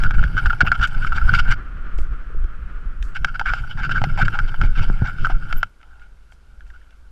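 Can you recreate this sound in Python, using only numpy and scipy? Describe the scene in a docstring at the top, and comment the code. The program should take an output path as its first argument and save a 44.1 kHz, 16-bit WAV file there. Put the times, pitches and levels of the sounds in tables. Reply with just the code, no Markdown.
"""Rough rides with a boxed camera

Down a rough trail on a bike, on a galloping horse, on the bike again, then on a horse standing still.
The camera knocks and scrapes in its sealed plastic housing: taps and gritty noise ring the housing's modes.
Shaped low noise at the microphone swells with wind buffets and dull bumps and rumbles with the ride; air rushes
at the gallop, jolts are damped low thumps, a brake gives very high sine squeaks, airy bursts and hiss are noise."""
import sys
import numpy as np
from scipy import signal
from scipy.fft import rfft, irfft
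from scipy.io import wavfile
from scipy.ndimage import uniform_filter1d

SR = 44100
rng = np.random.default_rng(int(sys.argv[2]) if len(sys.argv) > 2 else 0)


def int16_out(signal):
    """Quantize to a 16-bit WAV file."""
    q = np.round(np.clip(np.atleast_2d(signal).T, -1, 1) * 32767)
    wavfile.write(sys.argv[1], SR, q.astype(np.int16))


N = 313551

# Noise of the microphone itself. Each row: frequency in Hz, relative spectrum in dB per Hz.
HISS_COLOUR = [(88, -32), (150, 5), (918, -5), (1460, -2), (1910, -10), (3150, -12.5), (8580, -20),
               (11700, -23), (15000, -43)]
HISS_DB = -63.5  # rms
# Steady low noise at the microphone: slow wind buffeting, a throb, and a lumpy rumble of the ride's vibration.
# Each row: time in seconds, then levels in dB of buffeting, throb, rumble.
LOW_NOISE = [(0.0, -20, -58, -29.5), (.8, -23.5, -43, -36.5), (1.54, -12, -32, -32), (1.6, -31, -32, -44.5),
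             (1.9, -22.5, -36.5, -46), (2.26, -28, -34, -47), (2.7, -26.5, -39.5, -50.5),
             (3.35, -23.5, -50, -42.5), (3.72, -25.5, -46, -40), (3.85, -22, -38, -28.5),
             (4.5, -21, -38.5, -35.5), (4.9, -11.5, -45, -34.5), (5.13, -29, -44, -35),
             (5.4, -24, -46.5, -36.5), (5.6, -22.5, -48.5, -40), (5.66, -39, -50, -46.5),
             (5.74, -53, -57, -74), (5.92, -39.5, -46, -67), (6.44, -50.5, -50.5, -61.5),
             (6.63, -36, -39.5, -63), (6.89, -49, -50.5, -67.5), (7.11, -43, -41.5, -65)]
# Low swells: wind buffets and dull bumps of the ride.
# Each row: centre in seconds, then levels in dB of buffeting, throb, rumble.
LOW_SWELLS = [(0.058, -4, -15, -24.5), (.19, -5.5, -13, -25.5), (.24, -26, -13, -27), (.36, -27, -27, -28),
              (0.472, -11.5, -16, -30), (0.632, -18, -22, -26.5), (.69, -34, -25, -24),
              (0.811, -22, -17.5, -28), (.98, -13, -48, -33), (1.05, -35, -43, -27), (1.09, -14, -40, -41),
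              (1.15, -27, -21, -33), (1.252, -6.5, -12, -31.5), (1.33, -24, -27, -22),
              (1.39, -16, -19, -48), (1.5, -13, -31, -28), (1.998, -8, -18, -40), (2.12, -19.5, -22.5, -57),
              (2.37, -18, -29, -38), (2.432, -11.5, -23.5, -54), (2.63, -35, -28, -46),
              (2.77, -29, -31, -55), (2.87, -22, -27, -54), (3.028, -33, -18, -53),
              (3.228, -22, -24.5, -33.5), (3.5, -22.5, -24, -34.5), (3.62, -38, -27.5, -34.5),
              (3.8, -24, -41, -37), (3.95, -24, -37, -28.5), (4.02, -13.5, -24, -31.5),
              (4.13, -16, -38, -33.5), (4.238, -10.5, -39, -21), (4.32, -30, -33, -30.5),
              (4.428, -12, -45, -32), (4.57, -25, -41, -49), (4.632, -9.5, -17, -21.5),
              (4.69, -10, -41, -30.5), (4.8, -14.5, -38, -26), (4.88, -13, -47, -26.5),
              (5.03, -33, -20, -27), (5.231, -12, -45, -26), (5.348, -10, -42, -31),
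              (5.56, -11.5, -31, -31.5)]
# Time in seconds for a swell's power to fall to 1/e on either side: buffeting, throb, rumble.
SWELL_HALF_WIDTH_S = [0.029, 0.021, 0.026]
# Colours of the three low layers. Each row: frequency in Hz, relative spectrum in dB per Hz.
BUFFET_COLOUR = [(3.5, -13), (6.0, 4), (22, 2.5), (40, -13.5), (52, -35.5), (88, -120)]
THROB_COLOUR = [(24, -46), (40, 6.5), (65, -5), (85, -23.5), (110, -55), (190, -120)]
RUMBLE_COLOUR = [(50, -24), (85, 3), (135, 0), (269, -21.5), (361, -22), (454, -31), (600, -30.5),
                 (780, -52.5), (1320, -120)]

# Ringing modes of the housing. Each row: frequency in Hz, width in Hz, level in dB within its group.
HOUSING = [(831, 177, 29.5), (860, 240, -7), (1060, 390, -1.5), (1388.6, 75, 1), (1457.5, 119, 2),
           (1536, 90, -2.5), (2225, 182, 7), (2715, 220, 3.5), (3043, 255, 3.5), (3570, 220, -7),
           (3895, 240, -17), (4300, 230, -20), (4670, 224, 2), (5130, 140, 0), (5660, 240, -4.5),
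           (6730, 170, -14), (7400, 670, -13.5), (8440, 900, 3), (10300, 910, 1), (11460, 1100, 0.5),
           (12000, 1400, -11.5), (13500, 760, -6.5)]
# Upper frequency limits in Hz of the lower, main, upper and top groups; the highest group lies above.
GROUP_TOPS_HZ = [1100, 1900, 4300, 8000]
# Steady shaking, one list for each bike ride and one for the standing horse.
# Each row: time in seconds, shaking level in dB.
SHAKING = [
    [(0.0, -27.5), (.136, -43.5), (.45, -36), (.622, -42), (.796, -38.5), (1.218, -36.5), (1.346, -27),
     (1.42, -38), (1.54, -33)],
    [(3.15, -46), (3.44, -50), (3.58, -38.5), (3.8, -50), (4.05, -38.5), (4.46, -39.5), (4.72, -44),
     (4.83, -37.5), (4.95, -41), (5.3, -41.5), (5.46, -45.5), (5.51, -38), (5.62, -46.5), (5.66, -51)],
    [(5.7, -67), (6.08, -65.5), (6.37, -68), (6.77, -60.5), (6.96, -67), (7.11, -69)],
]
# How shaking sounds in the lower, main, upper, top and highest modes:
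# level in dB at a shaking of -40 dB, and dB of change for each dB of shaking.
SHAKE_DB = [-54, -39, -52, -63, -69.5]
SHAKE_FOLLOWS = [.9, 1, 0.87, 0.78, 0.85]
# Sharp knocks. Each row: start in seconds, nominal peak in dB of the main modes, lower modes in dB over them,
# upper modes in dB over them, pitch factor (held to 0.85-1.2), chatter level in dB over the peak.
KNOCKS = [(0.036, -12, -32, -9, 1.07, -10.5), (0.108, -16.5, -12, -9, 1.03, -13),
          (0.2277, -16, -17, -28, 0.98, -15), (0.2385, -12, -35, -16.5, 1.07, -29),
          (0.3678, -15.5, -34, -18, 0.97, -9), (0.4576, -9, -37, -24, 1.04, -6.5),
          (0.4982, -14.5, -36, -21, 1.05, -9.5), (.606, -4, -15, -11.5, 1.05, -12),
          (0.6122, -9, -30, -24, 1, -3), (0.6731, -8.5, -35, -29, 1.01, -9.5),
          (.717, -1, -18, -18, 1.02, -16.5), (.7966, -20, -32, -17, 1.07, -15),
          (.8734, -33, -21, -2, 1.16, -25), (1.047, -14.5, -32, -17, 0.96, -32),
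          (1.1215, -12, -40, -21, 0.98, -13.5), (1.1818, -12.5, -23, -15.5, 1.03, -22),
          (1.287, -16.5, -28, -18, 0.96, -13), (1.3379, -4, -45, -17, 1, -27),
          (1.9863, -41.5, 4, 7, 1, -25), (2.442, -41, -6, -3, 1.04, -16),
          (3.0258, -34.5, -15, 5.5, 1.17, -27), (3.246, -4, -17.5, -8.5, 1.02, -26),
          (3.395, -14, -12.5, -7.5, 1, -13.5), (3.459, -11.5, -24, -18, 1.04, -11),
          (3.5355, -11, -11, -10.5, 1, -19), (3.774, -29, -6, -16, 1.22, -17),
          (3.8933, -14.5, -17, -17, 0.99, -11.5), (4.0165, -18, 0, -10, 0.96, -29),
          (4.0393, -21, 6, 6, 0.94, -4), (4.1763, -31, 8, -3, 1.12, -5), (4.2175, -9, -33, -18, 1.1, -9),
          (4.2815, -8.5, -28, -16.5, 1.01, -28), (4.3891, -11.5, -13.5, -9.5, 1.004, -12.5),
          (4.5424, -21.5, -8, -16.5, 1, -17), (4.6135, -11.5, -11.5, -9.5, 0.99, -14),
          (4.794, -18, -12, -11, 0.97, -29), (4.8989, -23, -6, -20, 0.99, -24),
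          (5.02, -27.5, 3, -24, 0.98, -9), (5.247, -9, -32, -20, 0.98, -10.5),
          (5.2684, -12.5, -16, -24, 0.95, -32), (5.2999, -21.5, 4.5, -12, 0.92, -7),
          (5.5264, -11.5, -19, -6.5, 0.99, -35), (5.63, -7, -15, -9.5, 0.99, -31),
          (5.813, -46.5, -10, -5, 1.01, -9), (5.8294, -44.5, -8, 0, 0.95, -9),
          (5.9958, -50, -18, -3, 1.24, -14), (6.3215, -44, -2, -2, 1.03, -15.5),
          (6.6065, -39, -26, -9, 1.08, -15), (6.6664, -51, -17, -4, 1.19, -12),
          (6.702, -39.5, -23, -12, 1.17, -17), (6.815, -49, -26, -13, 1.25, -22),
          (6.907, -55, -22, 6, 1.1, -16.5)]
TOP_OVER_DB, HIGHEST_OVER_DB = -11, -22  # top and highest modes of a knock, over its upper modes
CHATTER_S, CHATTER_RISE_S = 0.011, 0.0027  # short rattle with every knock
CHATTER_LOWER_DB, CHATTER_UPPER_DB = -21, -15  # over the main modes
# Scrapes. Each row: start in seconds, rms level in dB of the main modes at full strength, length in seconds,
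# upper modes in dB over the main modes, lower modes in dB over the main modes.
SCRAPES = [(0.049, -24.5, 0.019, -21, -21), (0.136, -22.5, 0.016, -18.5, -21.5),
           (0.162, -29, 0.034, -14, -15), (0.188, -35, 0.061, -9, -10), (0.364, -19, 0.03, -16.5, -33),
           (.525, -22, 0.0099, -16, -17), (0.64, -31.5, 0.02, -16, -1.5), (0.663, -15, 0.011, -17, -26),
           (.736, -23.5, 0.02, -16, -21), (0.81, -16, 0.022, -14, -27), (0.824, -13, 0.023, -11, -25),
           (0.94, -26.5, 0.012, -18, -14), (1.007, -36, 0.037, -7, -17), (1.063, -20.5, .012, -12, -21),
           (1.145, -29, 0.031, -6, -14), (1.21, -25, .011, -23, -24), (1.274, -19.5, 0.027, -25, -31),
           (1.329, -17.5, .031, -6, -36), (1.383, -15.5, 0.017, -6.5, -24.5),
           (1.473, -23.5, 0.026, -13, -15), (1.503, -16, 0.023, -8.5, -18),
           (3.145, -29.5, 0.028, -6.5, -16.5), (3.268, -24.5, 0.023, -18.5, -26),
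           (3.339, -28.5, 0.022, -12.5, -25), (3.409, -23.5, 0.0066, -15, -8),
           (3.45, -19, 0.054, -17.5, -36), (3.513, -28, 0.072, -13, -26), (3.631, -30.5, 0.018, -25, -14),
           (3.69, -34, 0.036, -9.5, -16), (3.773, -26.5, 0.035, -12.5, -12),
           (3.816, -21.5, 0.04, -13.5, -25), (3.907, -15, 0.018, -14, -19), (3.94, -20, 0.044, -16.5, -22),
           (4.084, -32.5, 0.018, -13, -8), (4.173, -28, 0.034, -5, 1), (4.201, -17.5, 0.024, -16, -32),
           (4.247, -18.5, 0.012, -14.5, -28), (4.324, -22.5, 0.043, -17.5, -17),
           (4.476, -36.5, .018, -2.5, -4.5), (4.614, -31, 0.039, -9, -11), (4.747, -27, 0.063, -11, -18),
           (4.815, -29.5, 0.028, -10.5, -10.5), (4.874, -35, .015, -12, -11),
           (5.04, -22, 0.044, -17.5, -20), (5.168, -39, 0.071, -7, -16), (5.292, -33.5, 0.032, -7.5, -4),
           (5.8, -58, 0.14, -12, -13), (5.926, -57.5, 0.062, -12, -9), (5.987, -53, 0.055, -12, -18),
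           (6.729, -52, 0.031, -15, -17), (6.898, -66.5, 0.044, -2, -10)]
RISE_SHARE = 0.64  # part of a scrape's length spent swelling
RUB_TOP_OVER_DB, RUB_HIGHEST_OVER_DB = -13.5, -38.5  # of scrapes and chatter, over their upper modes
# Broad crunch of the contact, between the modes. Each row: frequency in Hz, relative spectrum in dB per Hz.
GRIT_COLOUR = [(500, -41.5), (1900, -5.5), (3800, -4), (5000, -4.5), (6300, -12), (9000, -23.5),
               (14000, -36)]
GRIT_DB = -1  # over the strength of the top modes

# Brake squeaks. Each row: start in seconds, peak in dB before the flutter, frequency in Hz, length in seconds.
SQUEAKS = [(0.333, -69, 12200, 0.024), (0.472, -61, 12000, 0.025), (0.513, -64, 12000, 0.013),
           (0.651, -54.5, 12000, .02), (5.565, -37.5, 12020, 0.025), (5.583, -50, 12150, 0.024),
           (5.606, -63, 12200, 0.015), (5.69, -70, 12050, 0.013)]
# Dull jolts through the mount. 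Each row: start in seconds, level in dB before rise and decay,
# frequency in Hz, time in seconds to decay by 60 dB.
JOLTS = [(0.349, -15, 111, 0.15), (0.632, 2, 91, 0.02), (0.797, -18, 81.6, 0.11), (1.491, -14, 107, 0.21),
         (1.987, -13, 363, 0.0096), (2.3, -37, 454, 0.037), (2.346, -24, 396, 0.014),
         (2.444, -32, 337, 0.033), (3.89, -24, 280, 0.021), (4.014, -12, 128, 0.12), (4.069, -14, 145, 0.1),
         (4.452, -30, 420, .012), (4.633, -23, 112, 0.17), (4.9, -2, 138, 0.018), (5.019, -2.5, 122, 0.064),
         (5.298, -17, 326, 0.014)]
# Short airy bursts: swishes, and the bright noisy edge of two clicks. Each row: start in seconds,
# rms level in dB before rise and decay, time in seconds for the decay to take the power to 1/e.
AIRY_BURSTS = [(.872, -45, 0.0088), (1.978, -57, 0.043), (3.023, -59.5, 0.061), (5.267, -45, 0.005),
               (6.316, -67, .028), (6.67, -73, .03), (6.96, -76.5, 0.027)]
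BURST_RISE_S = 0.0016
# Colour of the airy bursts. Each row: frequency in Hz, relative spectrum in dB per Hz.
BURST_COLOUR = [(2000, -36.5), (4500, 0), (6500, -2.5), (8000, -1.5), (10000, -11.5), (13000, -13),
                (15000, -30.5)]
# Smooth rush of air at the gallop. Each row: time in seconds, level in dB.
RUSH = [(1.56, -42), (1.884, -43.5), (2.918, -47), (3.14, -46.5)]
# Colour of the rush. Each row: frequency in Hz, relative spectrum in dB per Hz.
RUSH_COLOUR = [(88, -36.5), (150, 1.5), (442, -9.5), (640, -15), (956, -17.5), (1220, -2.5), (1380, 2),
               (1970, -15), (3190, -22.5), (3660, -32), (6000, -41.5), (7800, -73.5), (13200, -120)]
EDGE_HZ = 14900  # upper band limit


def gain_of(db):
    """Decibels to gain."""
    return 10 ** (np.asarray(db) / 20)


def evened(x):
    """Scales to rms 1."""
    return x / np.sqrt(np.mean(x ** 2) + 1e-20)


def add(mix, s, sound):
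    """Adds a sound at a time in seconds."""
    part = mix[..., max(round(s * SR), 0):][..., :sound.shape[-1]]
    part += sound[..., :part.shape[-1]]


def curves(rows):
    """Columns of a curve table, one value a sample, straight lines between rows."""
    s, *columns = np.transpose(rows)
    return np.array([np.interp(np.arange(N) / SR, s, c) for c in columns])


def coloured(points):
    """Noise of rms 1 with the given spectrum."""
    f, db = np.transpose(points)
    hz = np.fft.rfftfreq(N, 1 / SR)
    spectrum_db = np.interp(np.log(hz + 1), np.log(f + 1), db)
    return evened(irfft(rfft(rng.standard_normal(N)) * gain_of(spectrum_db), N))


def flicker(seconds, depth_db):
    """A gain of rms 1 that wanders at random over the given time, by the given rms depth."""
    size = max(round(seconds * SR), 1)
    slow = evened(uniform_filter1d(uniform_filter1d(rng.standard_normal(N), size), size))
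    return evened(gain_of(depth_db * slow))


def steadied(x, size):
    """Mostly evens out the chance swells of a noise, leaving its strength to the tables."""
    return evened(x / (uniform_filter1d(x ** 2, size) + .05) ** .45)


def hiss():
    """Steady faint noise of the microphone."""
    return gain_of(HISS_DB) * coloured(HISS_COLOUR)


def low_strengths():
    """Strength of buffeting, throb and rumble: the steady level plus a bell-shaped rise for each swell."""
    power = gain_of(curves(LOW_NOISE)) ** 2
    t = np.arange(-4000, 4000) / SR
    bell = np.exp(-(t / np.c_[SWELL_HALF_WIDTH_S]) ** 2)
    for s, *levels_db in LOW_SWELLS:
        early = max(round((-t[0] - s) * SR), 0)  # samples of the swell before the start of the sound
        swell = gain_of(np.c_[levels_db]) ** 2 * bell
        add(power, s + t[0], swell[:, early:])
    return np.sqrt(power)


def low_noise():
    """Slow pressure swings of wind buffeting, a throb, and a lumpy rumble of the ride's vibration."""
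    buffet, throb, rumble = low_strengths()
    low = buffet * steadied(coloured(BUFFET_COLOUR), size=4000)
    low += throb * steadied(coloured(THROB_COLOUR), size=2000)
    return low + rumble * coloured(RUMBLE_COLOUR) * flicker(0.01, 2.64)


def rings(pitch=1):
    """Response of each mode to one tap, and its group number from lower (0) to highest (4)."""
    hz, width, db = np.transpose(HOUSING)[:, :, None]
    t = np.arange(1400) / SR
    x = np.pi * width * t
    swell_and_decay = x * np.exp(-1.6 * x)  # swelling first gives the mode steep flanks
    ring = gain_of(db) * width * swell_and_decay * np.sin(2 * np.pi * hz * pitch * t)
    return ring, np.searchsorted(GROUP_TOPS_HZ, hz[:, 0])


def rubbing():
    """Strength of the gritty contact in shaking, scrapes and knock chatter, one row a mode group."""
    first, second, still = SHAKING
    pause = [(s, -120) for s in (first[-1][0] + .02, second[0][0] - .02)]  # no shaking at the gallop
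    over_reference_db = curves(np.concatenate([first, pause, second, still])) + 40
    shake_db = np.c_[SHAKE_DB] + np.c_[SHAKE_FOLLOWS] * over_reference_db
    power = gain_of(shake_db) ** 2 * flicker(0.039, 0.5) ** 2
    t = np.arange(6000) / SR
    strokes = [(s, db, RISE_SHARE * length, length, upper_db, lower_db)
               for s, db, length, upper_db, lower_db in SCRAPES]
    strokes += [(s, peak_db + chatter_db, CHATTER_RISE_S, CHATTER_S, CHATTER_UPPER_DB, CHATTER_LOWER_DB)
                for s, peak_db, _, _, _, chatter_db in KNOCKS]
    for s, db, rise, length, upper_db, lower_db in strokes:
        stroke = np.minimum(t / rise, 1) / (1 + (t / length) ** 10)  # flat top, quick stop
        top_db, highest_db = upper_db + RUB_TOP_OVER_DB, upper_db + RUB_HIGHEST_OVER_DB
        groups_db = np.c_[[lower_db, 0, upper_db, top_db, highest_db]]
        add(power, s, gain_of(db + groups_db) ** 2 * stroke)
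    return np.sqrt(power) * flicker(.0012, 2.8)  # the contact sticks and slips


def knocking():
    """A tap with a fading tail of weaker taps; where it lands sets its pitch and the share of each mode."""
    out, t = np.zeros(N), np.arange(300) / SR
    for s, db, lower_db, upper_db, pitch, _ in KNOCKS:
        ring, group = rings(np.clip(pitch, .85, 1.2))
        group_peak = np.array([abs(ring[group == k].sum(axis=0)).max() for k in range(5)])
        top_db, highest_db = upper_db + TOP_OVER_DB, upper_db + HIGHEST_OVER_DB
        blow = gain_of(db + np.array([lower_db, 0, upper_db, top_db, highest_db])) / group_peak
        tap = 0.046 * rng.standard_normal(len(t)) * np.exp(-t / 0.0036)
        tap[0] += 1  # the main tap
        mode_gain = blow[group] * gain_of(0.53 * rng.standard_normal(len(HOUSING)))
        add(out, s, np.convolve(tap, mode_gain @ ring))
    return out


def housing():
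    """Knocks, crunch and rubbed modes; the contact point wanders, so each mode is rubbed now more, now less."""
    ring, group = rings()
    rub, out = rubbing(), knocking()
    top = rub[3]
    out += gain_of(GRIT_DB) * top * coloured(GRIT_COLOUR)
    for mode, k in zip(ring, group):
        contact = rub[k] * rng.standard_normal(N) * flicker(0.021, 3.3)
        drive = contact / np.linalg.norm(ring[group == k])  # the whole group gets the strength of the rub
        out += signal.oaconvolve(drive, mode)[:N]
    return out


def brake():
    """Short sine squeaks that flutter in strength and pitch."""
    out, waver = np.zeros(N), flicker(.004, .03)
    for s, db, hz, length in SQUEAKS:
        pitch = waver[round(s * SR):][:round(length * SR)]
        tone = np.sin(2 * np.pi * hz * np.cumsum(pitch) / SR)
        add(out, s, gain_of(db) * signal.windows.tukey(len(pitch), .6) * tone)
    return out * flicker(0.0019, 3.5)


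def jolts():
    """Damped low thumps with a sudden start, each a decaying cosine."""
    out, t = np.zeros(N), np.arange(4000) / SR
    for s, db, hz, t60 in JOLTS:
        envelope = gain_of(db - 60 * t / t60) * np.minimum(t / 0.0027, 1)  # rises in 2.7 ms
        add(out, s, envelope * np.cos(2 * np.pi * hz * t))
    return out


def airy_bursts():
    """Swishes and the bright edges of clicks: shaped noise that starts almost at once and dies away."""
    power, t = np.zeros(N), np.arange(8000) / SR
    for s, db, length in AIRY_BURSTS:
        burst = np.minimum(t / BURST_RISE_S, 1) * np.exp(-(t / length) ** 2)
        add(power, s, gain_of(db) ** 2 * burst)
    return np.sqrt(power) * coloured(BURST_COLOUR) * flicker(.002, 3.2)


def rush():
    """Smooth rush of air at the gallop: gently flickering noise, faded in and out over 20 ms."""
    before, after = (RUSH[0][0] - .02, -99), (RUSH[-1][0] + .02, -99)
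    level_db = curves([before] + RUSH + [after])[0]
    return gain_of(level_db) * coloured(RUSH_COLOUR) * flicker(.03, 1.5)


def scene():
    """All sources at one microphone, over its own hiss."""
    return (hiss() + low_noise() + housing() + brake() + jolts() + airy_bursts() + rush())[None]


def record(dry):
    """Peaks are softly rounded; then the band limit."""
    rounded = .98 * np.tanh(dry / .98)
    band_limit = signal.firwin(255, EDGE_HZ, window=("kaiser", 9), fs=SR)
    return signal.oaconvolve(rounded, band_limit[None], "same")


dry = scene()
out = record(dry)
int16_out(out)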